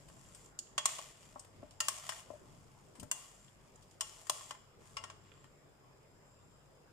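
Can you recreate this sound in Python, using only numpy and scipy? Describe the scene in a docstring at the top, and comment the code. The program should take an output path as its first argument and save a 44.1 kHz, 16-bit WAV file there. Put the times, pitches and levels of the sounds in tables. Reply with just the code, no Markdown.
"""Quiet kitchen air, wavering low tones and a soft rustle come first: two plastic spoons are tossing
a chopped salad in a bowl on a wooden board. Friction along the wall makes the rustle, with a thin
high hiss and a low rumble behind it. Light taps, then sharper knocks, excite the damped modes of
board, bowl and spoon, and the small room reverberates. Two microphones a hand apart hear it all."""
import sys
import numpy as np
from scipy import signal
from scipy.fft import rfft, irfft, next_fast_len
from scipy.io import wavfile
from scipy.ndimage import uniform_filter1d

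SR = 44100
rng = np.random.default_rng(int(sys.argv[2]) if len(sys.argv) > 2 else 0)


def dump_mix(stems):
    """Bounce the given channels to the path in sys.argv[1] as a 16-bit WAV at rate SR."""
    frames = np.atleast_2d(stems).T  # one column per channel
    limited = np.clip(frames, -1, 1)  # hard clip at full scale
    pcm = np.round(limited * 32767).astype(np.int16)
    wavfile.write(sys.argv[1], SR, pcm)


N = 305480


def gain_of(db):
    """Amplitude ratio of a level in decibels."""
    return 10 ** (np.asarray(db) / 20)

def unit_rms(x):
    """Normalisation to unit mean power."""
    return x / np.sqrt(np.mean(x ** 2) + 1e-20)

def curve_at(points, hz):
    """Interpolation on a logarithmic frequency axis."""
    point_hz, value = np.transpose(points)
    return np.interp(np.log(hz + 1), np.log(point_hz + 1), value)

def filtered(x, db_of_hz):
    """Zero-phase filtering by a level given as a function of frequency."""
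    size = next_fast_len(N)
    hz = np.fft.rfftfreq(size, 1 / SR)
    return irfft(rfft(x, size) * gain_of(db_of_hz(hz)), size)[..., :N]

def band(noise, centre_hz, width_hz):
    """Band-pass filtering by one Lorentzian peak, at unit rms."""
    peak_db = lambda hz: -20 * np.log10(1 + (2 * (hz - centre_hz) / width_hz) ** 2)
    return unit_rms(filtered(noise, peak_db))

def resonances_db(hz, centres, gains, spread, valley):
    """Resonance peaks add in power over a flat valley; spread is half width over pitch."""
    detuning = (hz[:, None] - centres) / (spread * centres)
    return 10 * np.log10(valley + (gains ** 2 / (1 + detuning ** 2)).sum(1))

def minimum_phase(db):
    """Causality: a minimum-phase spectrum lets nothing sound before the blow."""
    cepstrum = irfft(db * np.log(10) / 20)
    cepstrum[..., 1:len(db) - 1] *= 2
    cepstrum[..., len(db):] = 0
    return np.exp(rfft(cepstrum))


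# Spectrum of the room air: frequency_hz, density_db
AIR_SPECTRUM = [(12, -36), (20, -12.5), (103, -13.5), (189, -12), (279, -15.5), (312, -13.5), (359, -9),
                (642, -10.5), (698, -14), (1000, -14.5), (2300, -23.5), (4480, -33), (5010, -25),
                (6250, -38), (10000, -38.5), (15200, -29)]
# Likeness of the air at the two microphones: frequency_hz, correlation
AIR_CORRELATION = [(60, -0.0084), (240, 0.67), (950, 0.2), (3770, -0.3), (15000, -0.72)]
# Balance of the air: frequency_hz, left_over_right_db
AIR_BALANCE = [(60, 8.5), (240, -3.5), (950, 1.5), (3770, 0), (15000, 2.5)]

def room_air():
    """Partial coherence: spaced microphones share only part of a noise that drifts in patches."""
    frames, hz = N // 256 + 5, np.fft.rfftfreq(1024, 1 / SR)
    real, imag, other_real, other_imag, patches = rng.standard_normal((frames, 513, 5)).T
    drift_db = 2.37 * unit_rms(uniform_filter1d(uniform_filter1d(patches, 8, 0), 12, 1))
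    shared = curve_at(AIR_CORRELATION, hz)[:, None]
    left = real + 1j * imag
    right = shared * left + np.sqrt(1 - shared ** 2) * (other_real + 1j * other_imag)
    level_db = curve_at(AIR_SPECTRUM, hz)[:, None] + drift_db
    lean_db = curve_at(AIR_BALANCE, hz)[:, None] / 2
    spectra = np.array([left * gain_of(level_db + lean_db), right * gain_of(level_db - lean_db)])
    return gain_of(-63.5) * unit_rms(signal.istft(spectra, nperseg=1024, noverlap=768)[1][:, :N])


# Appliance tones: pitch_hz, width_hz, relative_level_db
HUM_TONES = [(45, 9.1, -76.5), (98.34, 1.7, -73), (129.8, 8, -75), (146.64, 8.1, -75.5), (5070, 70, -87.5)]

def appliance_hum():
    """Narrow-band noise: neighbouring frequencies interfere, so each tone swells and fades."""
    tones = sum(gain_of(db) * band(rng.standard_normal(N), hz, width) for hz, width, db in HUM_TONES)
    return tones * gain_of([[3.5], [-1.5]])  # left, right


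# Spoon strokes through the salad: start_s, length_s, dull_db, bright_db, rim_db, change_db
SPOON_STROKES = [(0.0, 0.46, -75.5, -71.5, -88, 6), (0.585, 0.22, -81, -83, -87, 0),
                 (0.836, 0.28, -45, -45, -81, -17.5), (1.13, 0.34, -65, -64, -92, -11),
                 (1.498, 0.29, -74, -77, -87, -3.5), (1.794, 0.2, -56.5, -53.5, -71, -1.5),
                 (1.991, 0.2, -56, -54, -65, -1), (2.228, 0.26, -71.5, -68, -74, -8),
                 (2.434, 0.58, -75, -73, -78, -5), (3.119, 0.43, -58.5, -55.5, -67.5, -22),
                 (3.546, 0.41, -77.5, -77.5, -104, 0.5), (3.989, 0.37, -63.5, -59.5, -74, -6),
                 (4.285, 0.23, -57.5, -54.5, -63, -7), (4.778, 0.2, -71, -67.5, -76, -3.5),
                 (4.966, 0.16, -69, -74, -60, -11), (5.225, 0.24, -71, -83, -80, -1)]
REST_DB, RISE_S = [[-84], [-81], [-103.5]], [[0.046], [0.076], [0.046]]  # dull, bright, rim
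LIFT_DB_PER_S = 254

def stroke_envelopes():
    """Incoherent sources add in power: each stroke rises, drifts in level and lifts off."""
    t = np.arange(N) / SR
    power = gain_of(REST_DB) ** 2 * np.ones(N)
    for start_s, length_s, *levels_db, change_db in SPOON_STROKES:
        age_s = t - start_s
        rise = np.clip(age_s / np.array(RISE_S), 0, 1) if start_s > 0 else 1
        lift = gain_of(-LIFT_DB_PER_S * np.maximum(age_s - length_s, 0))
        drift_db = change_db * np.clip(age_s / length_s, 0, 1)
        power += (rise * lift * gain_of(np.array(levels_db)[:, None] + drift_db)) ** 2
    return np.sqrt(power)


# Spectrum of the rubbing as heard, with a microphone resonance near 7 kHz: frequency_hz, density_db
FRICTION_SPECTRUM = [(240, -56.5), (400, -38), (473, -13), (542, -24.5), (613, -2.5), (758, -11),
                     (1090, -5), (1670, -16.5), (1830, -7.5), (3420, -8.5), (4110, -10), (7100, 3.5),
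                     (15200, -15)]
CRACKLES_PER_S, CROSSOVER_HZ, FIZZ_FROM_HZ = 250, 3900, 10000

def spoon_friction(dull, bright, rim):
    """Forced vibration: dense tiny slips and wet crackle drive the wall and its modes."""
    noise = rng.standard_normal((3, N))
    noise *= gain_of(0.36 * unit_rms(uniform_filter1d(rng.standard_normal(N), 120)))
    crackle = gain_of(1.4 * np.minimum(rng.exponential(1, N), 3))
    crackle *= rng.random(N) < CRACKLES_PER_S / SR
    slips = .5 * noise[2] + 0.58 * noise[:2] * (1 + 60 * uniform_filter1d(crackle, 70))
    mode_hz = np.transpose(BOWL_MODES)[0]
    rim_hz = mode_hz[(mode_hz > 500) & (mode_hz < 1400)]  # the rim sings in its low modes
    modes_db = lambda hz: resonances_db(hz, mode_hz, 0.76, spread=.018, valley=0.34)
    rub_db = lambda hz: curve_at(FRICTION_SPECTRUM, hz) + modes_db(hz)
    cut_db = lambda ratio: 10 * np.log10(1 + ratio ** 12)
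    driven = lambda db_of_hz: unit_rms(filtered(slips, db_of_hz))
    scrape = driven(lambda hz: rub_db(hz) - cut_db(hz / CROSSOVER_HZ))
    rustle = driven(lambda hz: rub_db(hz) - cut_db(CROSSOVER_HZ / (hz + 1)))
    wet_fizz = driven(lambda hz: -cut_db(FIZZ_FROM_HZ / (hz + 1)))
    singing = driven(lambda hz: 2 * resonances_db(hz, rim_hz, 0.73, spread=.018, valley=0.0034))
    return dull * scrape + bright * (rustle + gain_of(-13) * wet_fizz) + rim * singing


# Level contours of two background bands: time_s, hiss_db, rumble_db
BAND_LEVELS = [(0.0, -78, -64.5), (0.25, -72, -63), (0.46, -67, -71.5), (0.6, -84.5, -71.5),
               (1.14, -71.5, -72), (1.3, -73, -64.5), (1.43, -81, -75), (1.6, -83, -61), (1.95, -66.5, -78),
               (2.51, -82, -61), (2.96, -86, -69), (3.035, -79, -51.5), (3.12, -76, -79), (3.3, -77, -78),
               (3.42, -67, -68), (3.6, -84, -67.5), (3.8, -97, -68), (4.4, -58, -82), (4.8, -86, -67),
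               (5.42, -72, -72), (5.75, -84.5, -73.5), (6.1, -80, -69.5), (6.3, -74, -68.5),
               (6.55, -76.5, -70.5), (6.93, -90, -72)]

def hiss_and_rumble(bright):
    """Amplitude modulation: two noise bands swell and sink; the hiss also follows bright rubbing."""
    time_s, *contours_db = np.transpose(BAND_LEVELS)
    hiss_gain, rumble_gain = (gain_of(np.interp(np.arange(N) / SR, time_s, db)) for db in contours_db)
    noise = rng.standard_normal((3, N))
    hiss = band(noise[:2], centre_hz=7350, width_hz=380)
    rumble = band(noise[2] + 0.68 * noise[:2], centre_hz=130, width_hz=208)
    return np.hypot(hiss_gain, bright * gain_of(-14.5)) * hiss + rumble_gain * rumble


# Spectral zones (board thud, hollow, rim, wall, spoon, clack, tick): centre_hz
ZONE_CENTRES = [280, 620, 1100, 1950, 3200, 6500, 11500]
# Light taps of pieces and spoon tips: start_s, level_db, left_over_right_db, centre_hz,
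# fall_below_db_per_octave, fall_above_db_per_octave, rattle_t60_s
LIGHT_TAPS = [(0.085, -62, -3, 2900, 5, 1, 0.045), (0.097, -64.5, -3, 570, -8.5, 1, 0.056),
              (0.167, -61, -12, 900, 4, 8, .036), (0.249, -67, -10, 2910, 5, 10, .04),
              (0.347, -50.5, -1, 8400, 8, 11, 0.074), (0.459, -63, -18, 7000, 18, 19, 0.032),
              (0.589, -33.5, -4.5, 6450, 18, 19, 0.041), (0.669, -62, -10, 4490, 8, 15, .03),
              (1.228, -62, -2, 2810, 22, 4, .06), (1.357, -43, -3, 1058, 7, 30, 0.085),
              (1.394, -38.5, -1.5, 8330, 18, 38, 0.065), (1.447, -65.5, -3, 7100, 1, -7, 0.034),
              (1.627, -46.5, -4, 627, 2.5, 14, 0.032), (1.708, -57.5, -7, 7330, 6, 12, 0.062),
              (2.301, -42.5, 4.5, 614, 12.5, 15.5, 0.036), (2.334, -44.5, -1, 624, 21, 35, 0.047),
              (2.953, -60.5, 0, 8340, 1, 7, 0.17), (2.983, -53, 0, 265, 0, 26, 0.041),
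              (2.997, -47.5, 1.5, 4560, 14, 3, 0.069), (3.026, -48, 6, 262, 0, 5, 0.054),
              (3.03, -52, 4, 8100, 12, 6, .06), (3.48, -61, -2, 3300, 18, 14, 0.056),
              (3.757, -56.5, -7, 7100, 20, 16, .04), (3.823, -60.5, -1, 4490, 12, 5, 0.1),
              (3.91, -60, -11, 7330, 11, 16, 0.053), (5.317, -56, -19, 2360, 17, 21, .02),
              (5.441, -64, -1, 1810, 0, 3, .06)]

def taps():
    """Contact time goes with pitch: low taps come from soft pieces and build up slowly."""
    for start_s, level_db, pan_db, hz, fall_below, fall_above, rattle_s in LIGHT_TAPS:
        octaves = np.log2(np.array(ZONE_CENTRES) / hz)
        fall_db = np.where(octaves < 0, fall_below * octaves, -fall_above * octaves)
        zone_db = np.maximum(fall_db, -41.5)
        ring_factor = 0.66 + .12 * np.log2(7000 / hz)  # low taps linger
        contact_s = CONTACT_S + 1.6 / hz
        yield start_s, level_db, pan_db, zone_db, rattle_s, ring_factor, contact_s, [hz]


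# Spoon knocks: start_s, level_db, body_db, wall_db, edge_db, left_over_right_db, rattle_t60_s,
# ring_factor (set by the damping of hands and salad), then three favoured_hz of the struck spot
SPOON_KNOCKS = [(0.779, -13.5, 0, 1, -12, -5, 0.054, 1.8, 1068, 3330, 6770),
                (0.856, -17.5, 2, 4, 9.5, -4.5, 0.042, 0.92, 1110, 3450, 7400),
                (0.988, -33.5, 15.5, -11, -11, -1, 0.039, 0.95, 630, 1860, 7000),
                (1.803, -16.5, -2, 1, 0.5, -3, 0.05, 2.2, 1310, 2810, 7700),
                (1.883, -22, 3.5, 6, 10, -2, 0.047, 1.03, 1056, 2890, 5560),
                (2.091, -25.5, 4.5, 3.5, -2.5, 1.5, 0.069, 0.71, 1030, 2960, 7600),
                (2.12, -47, 8, 26.5, 4, 0, 0.019, 2, 1030, 2460, 7380),
                (3.113, -21, -6.5, 3, 9.5, -0.5, 0.048, 2.5, 1070, 2920, 7900),
                (4.008, -15, -6.5, -8.5, -5.5, -1.5, 0.051, 3, 1060, 2940, 6340),
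                (4.268, -44, 0, 3, 4, 6.5, 0.075, 0.81, 1170, 1830, 8150),
                (4.296, -21.5, 9, -1.5, 9.5, -4, 0.034, 1.06, 1047, 3200, 7250),
                (4.409, -45, 13.5, 6, -10, -9, .051, 1.5, 1030, 1820, 7240),
                (4.508, -34, 11, 8, -5.5, -1.5, 0.045, 1.4, 1043, 2160, 3180),
                (4.548, -59.5, 22, 22.5, -12, -11, .045, 1.4, 1030, 2090, 3210),
                (4.968, -25.5, 4.5, 7, -14.5, -2.5, 0.07, 2.4, 1134, 2760, 5100),
                (5.038, -31, 8, 2.5, -12, -2, 0.064, 1.15, 1370, 1830, 6980),
                (5.099, -38.5, 9.5, 5.5, -14.5, -3, 0.063, 1.6, 1140, 1540, 6800)]
# Spectrum of a plain knock, one value a zone: relative_level_db
PLAIN_KNOCK = [-46.5, -28, -19, -20.5, -17.5, -11, -19]
# How far each zone follows body_db, wall_db and edge_db: weight
BODY_WEIGHTS = [0.99, 1.2, 0.74, 0.12, 0.43, 0.12, 0.18]
WALL_WEIGHTS = [0.31, 0, 0.3, 0.93, 0.13, 0.16, 0.055]
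EDGE_WEIGHTS = [0.18, 0.18, 0.1, 0.084, 0.077, 0.4, 0.82]
CONTACT_S = .0015

def knocks():
    """Point of excitation: where the spoon lands sets the energy in each zone."""
    weights = np.array([BODY_WEIGHTS, WALL_WEIGHTS, EDGE_WEIGHTS])
    for start_s, level_db, body, wall, edge, pan_db, rattle_s, ring_factor, *spot_hz in SPOON_KNOCKS:
        zone_db = PLAIN_KNOCK + np.array([body, wall, edge]) @ weights
        yield start_s, level_db, pan_db, zone_db, rattle_s, ring_factor, CONTACT_S, spot_hz


# Modes of board, bowl and spoon: pitch_hz, level_db, t60_s
BOWL_MODES = [(150.6, -22, 0.0584), (263.3, 12, 0.017), (599.2, -5.5, 0.089), (652, -3, 0.047),
              (730, -21, 0.057), (868, -5, 0.13), (1028, 1.5, 0.043), (1103.6, 5.5, 0.037),
              (1188, -4, 0.012), (1356, -0.5, 0.044), (1572, -3, 0.034), (1847, -7, 0.092),
              (2060, -12.5, 0.068), (2450, -10.5, 0.0388), (2817, -1, 0.053), (2997, 2.5, 0.019),
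              (3275, -2.5, 0.055), (3366, -1.5, 0.057), (4490, -18, 0.016), (4756, 1.5, 0.0093),
              (5347, 4, 0.0173), (5670, -7, 0.017), (6730, -5.5, 0.019), (7040, 9, 0.026),
              (7760, -12, 0.0098), (8370, 8.5, 0.016), (8880, 0, 0.0057)]
BLOW_SAMPLES, BEAT_DEPTH, CRACK_DB, CRACK_T60_S = 6144, 0.52, -7, .012
BLOW_BINS_HZ = np.fft.rfftfreq(BLOW_SAMPLES, 1 / SR)

def struck_bowl(chance, grit, rattle_s, ring_factor, contact_s, spot_hz):
    """Modal superposition: the spectrum of one blow is damped sinusoids plus a dry rattle."""
    t = np.arange(BLOW_SAMPLES) / SR
    hz, mode_db, t60_s = np.transpose(BOWL_MODES)
    # modes favoured by the struck spot are louder and linger
    favoured = np.exp(-(np.log(hz[:, None] / spot_hz) / .035) ** 2).max(1)
    gains = gain_of(mode_db + 9 * favoured + 3.5 * chance[0])
    ring_s = ring_factor * t60_s * (1 + 0.27 * favoured)
    decay = gains[:, None] * gain_of(-60 * t / ring_s[:, None])
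    phase = 2 * np.pi * (hz * (1 + .004 * chance[1]))[:, None] * t
    lags = np.clip(hz / 1800, 0, 3) * chance[2:]  # high modes reach the microphones out of step
    beat_hz = .012 * hz * (1 + 0.46 * chance[1])  # an uneven bowl splits each mode into a pair
    beat = 1 + BEAT_DEPTH * np.cos(2 * np.pi * beat_hz[:, None] * t)
    ring = np.array([(decay * beat * np.sin(phase + lag[:, None])).sum(0) for lag in lags])
    crack = gain_of(CRACK_DB - 60 * t / CRACK_T60_S)
    rattle = (0.52 * grit[2] + 1.48 * grit[:2]) * (gain_of(-60 * t / rattle_s) + crack)
    response = minimum_phase(resonances_db(BLOW_BINS_HZ, hz, gains, spread=0.033, valley=0.49))
    contact = np.minimum(t / contact_s, 1)  # soft plastic and fruit: contact builds up
    return rfft(ring * contact) + 4.8 * rfft(rattle * contact) * response


# Uneven radiation of the bowl: frequency_hz, left_over_right_db
BOWL_DIRECTIVITY = [(300, 9.5), (1100, 7.5), (3500, 3.5), (8000, 4.5), (13000, 9.5)]
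PEAK_TO_ENERGY_DB = 22.5

def radiated_blows():
    """Directivity: taps and knocks, weighted by zone, reach the two microphones unequally."""
    echo_groups = np.zeros((3, 2, N))  # blows take turns among three room echoes, so their tails differ
    across_zones = lambda values: curve_at(list(zip(ZONE_CENTRES, values)), BLOW_BINS_HZ)
    zone_masks = np.array([across_zones(row) for row in np.eye(len(ZONE_CENTRES))])
    directivity_db = curve_at(BOWL_DIRECTIVITY, BLOW_BINS_HZ)
    blows = sorted([*taps(), *knocks()], key=lambda blow: blow[0])
    chance = rng.standard_normal((len(blows), 4, len(BOWL_MODES)))
    grit = rng.standard_normal((len(blows), 3, BLOW_SAMPLES))
    for k, (start_s, level_db, pan_db, zone_db, *strike) in enumerate(blows):
        spectrum = struck_bowl(chance[k], grit[k], *strike)
        zone_energy = zone_masks @ (abs(spectrum) ** 2).mean(0) / BLOW_SAMPLES
        boost_db = zone_db - 10 * np.log10(zone_energy)
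        colour_db = curve_at([(80, boost_db[0] - 29), *zip(ZONE_CENTRES, boost_db)], BLOW_BINS_HZ)
        spectrum *= minimum_phase(colour_db + level_db + PEAK_TO_ENERGY_DB)
        balance = gain_of(np.array([[.5], [-.5]]) * (pan_db + directivity_db))
        start = round(start_s * SR)
        echo_groups[k % 3, :, start:start + BLOW_SAMPLES] += irfft(spectrum * balance)
    return echo_groups


# Reverberation time of the kitchen: frequency_hz, t60_s
KITCHEN_DECAY = [(200, 0.72), (1000, 0.48), (4000, 0.64), (12000, 0.41)]

def reverberation(direct):
    """Convolution with sparse reflections of random sign, each band dying at its own rate."""
    echoes = np.zeros((2, SR))
    arrivals = np.arange(300, SR - 20, 20) + rng.integers(0, 20, (2, (SR - 301) // 20))
    np.put_along_axis(echoes, arrivals, rng.choice([-1., 1.], arrivals.shape), 1)
    hz, t, spectra = signal.stft(echoes, SR, nperseg=256)
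    decay = gain_of(-60 * t / curve_at(KITCHEN_DECAY, hz)[:, None])
    tail = signal.istft(spectra * decay, SR, nperseg=256)[1]
    return signal.fftconvolve(direct, tail / np.linalg.norm(tail[0]), axes=1)[:, :N]

def scene():
    """Superposition: blows and their room tails add to rubbing, hiss, rumble, air and hum."""
    echo_groups = radiated_blows()
    tails = gain_of(-12) * sum(reverberation(group) for group in echo_groups)
    dull, bright, rim = stroke_envelopes()
    rustle = spoon_friction(dull, bright, rim) + hiss_and_rumble(bright)
    rustle *= gain_of([[2.5], [.5]])  # left, right
    return room_air() + appliance_hum() + rustle + echo_groups.sum(0) + tails


# Treble response of the microphones: frequency_hz, gain_db
MICROPHONE_RESPONSE = [(11000, -1.5), (14000, -9), (15000, -6.5), (15500, -23), (16300, -27)]
SELF_NOISE_DB, NOISE_FROM_HZ, NOISE_TO_HZ, BAND_LIMIT_HZ = -84, 10500, 15200, 16300

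def record(dry):
    """Limited bandwidth: the microphones dull the top octave and add faint hiss before a low-pass."""
    dulled = filtered(dry, lambda hz: curve_at(MICROPHONE_RESPONSE, hz))
    noise_db = lambda hz: -10 * np.log10(1 + (NOISE_FROM_HZ / (hz + 1)) ** 8 + (hz / NOISE_TO_HZ) ** 200)
    self_noise = gain_of(SELF_NOISE_DB) * filtered(rng.standard_normal((2, N)), noise_db)
    low_pass = signal.firwin(511, BAND_LIMIT_HZ, window=("kaiser", 9), fs=SR)
    return signal.oaconvolve(dulled + self_noise, low_pass[None], "same")


dry = scene()
out = record(dry)
dump_mix(out)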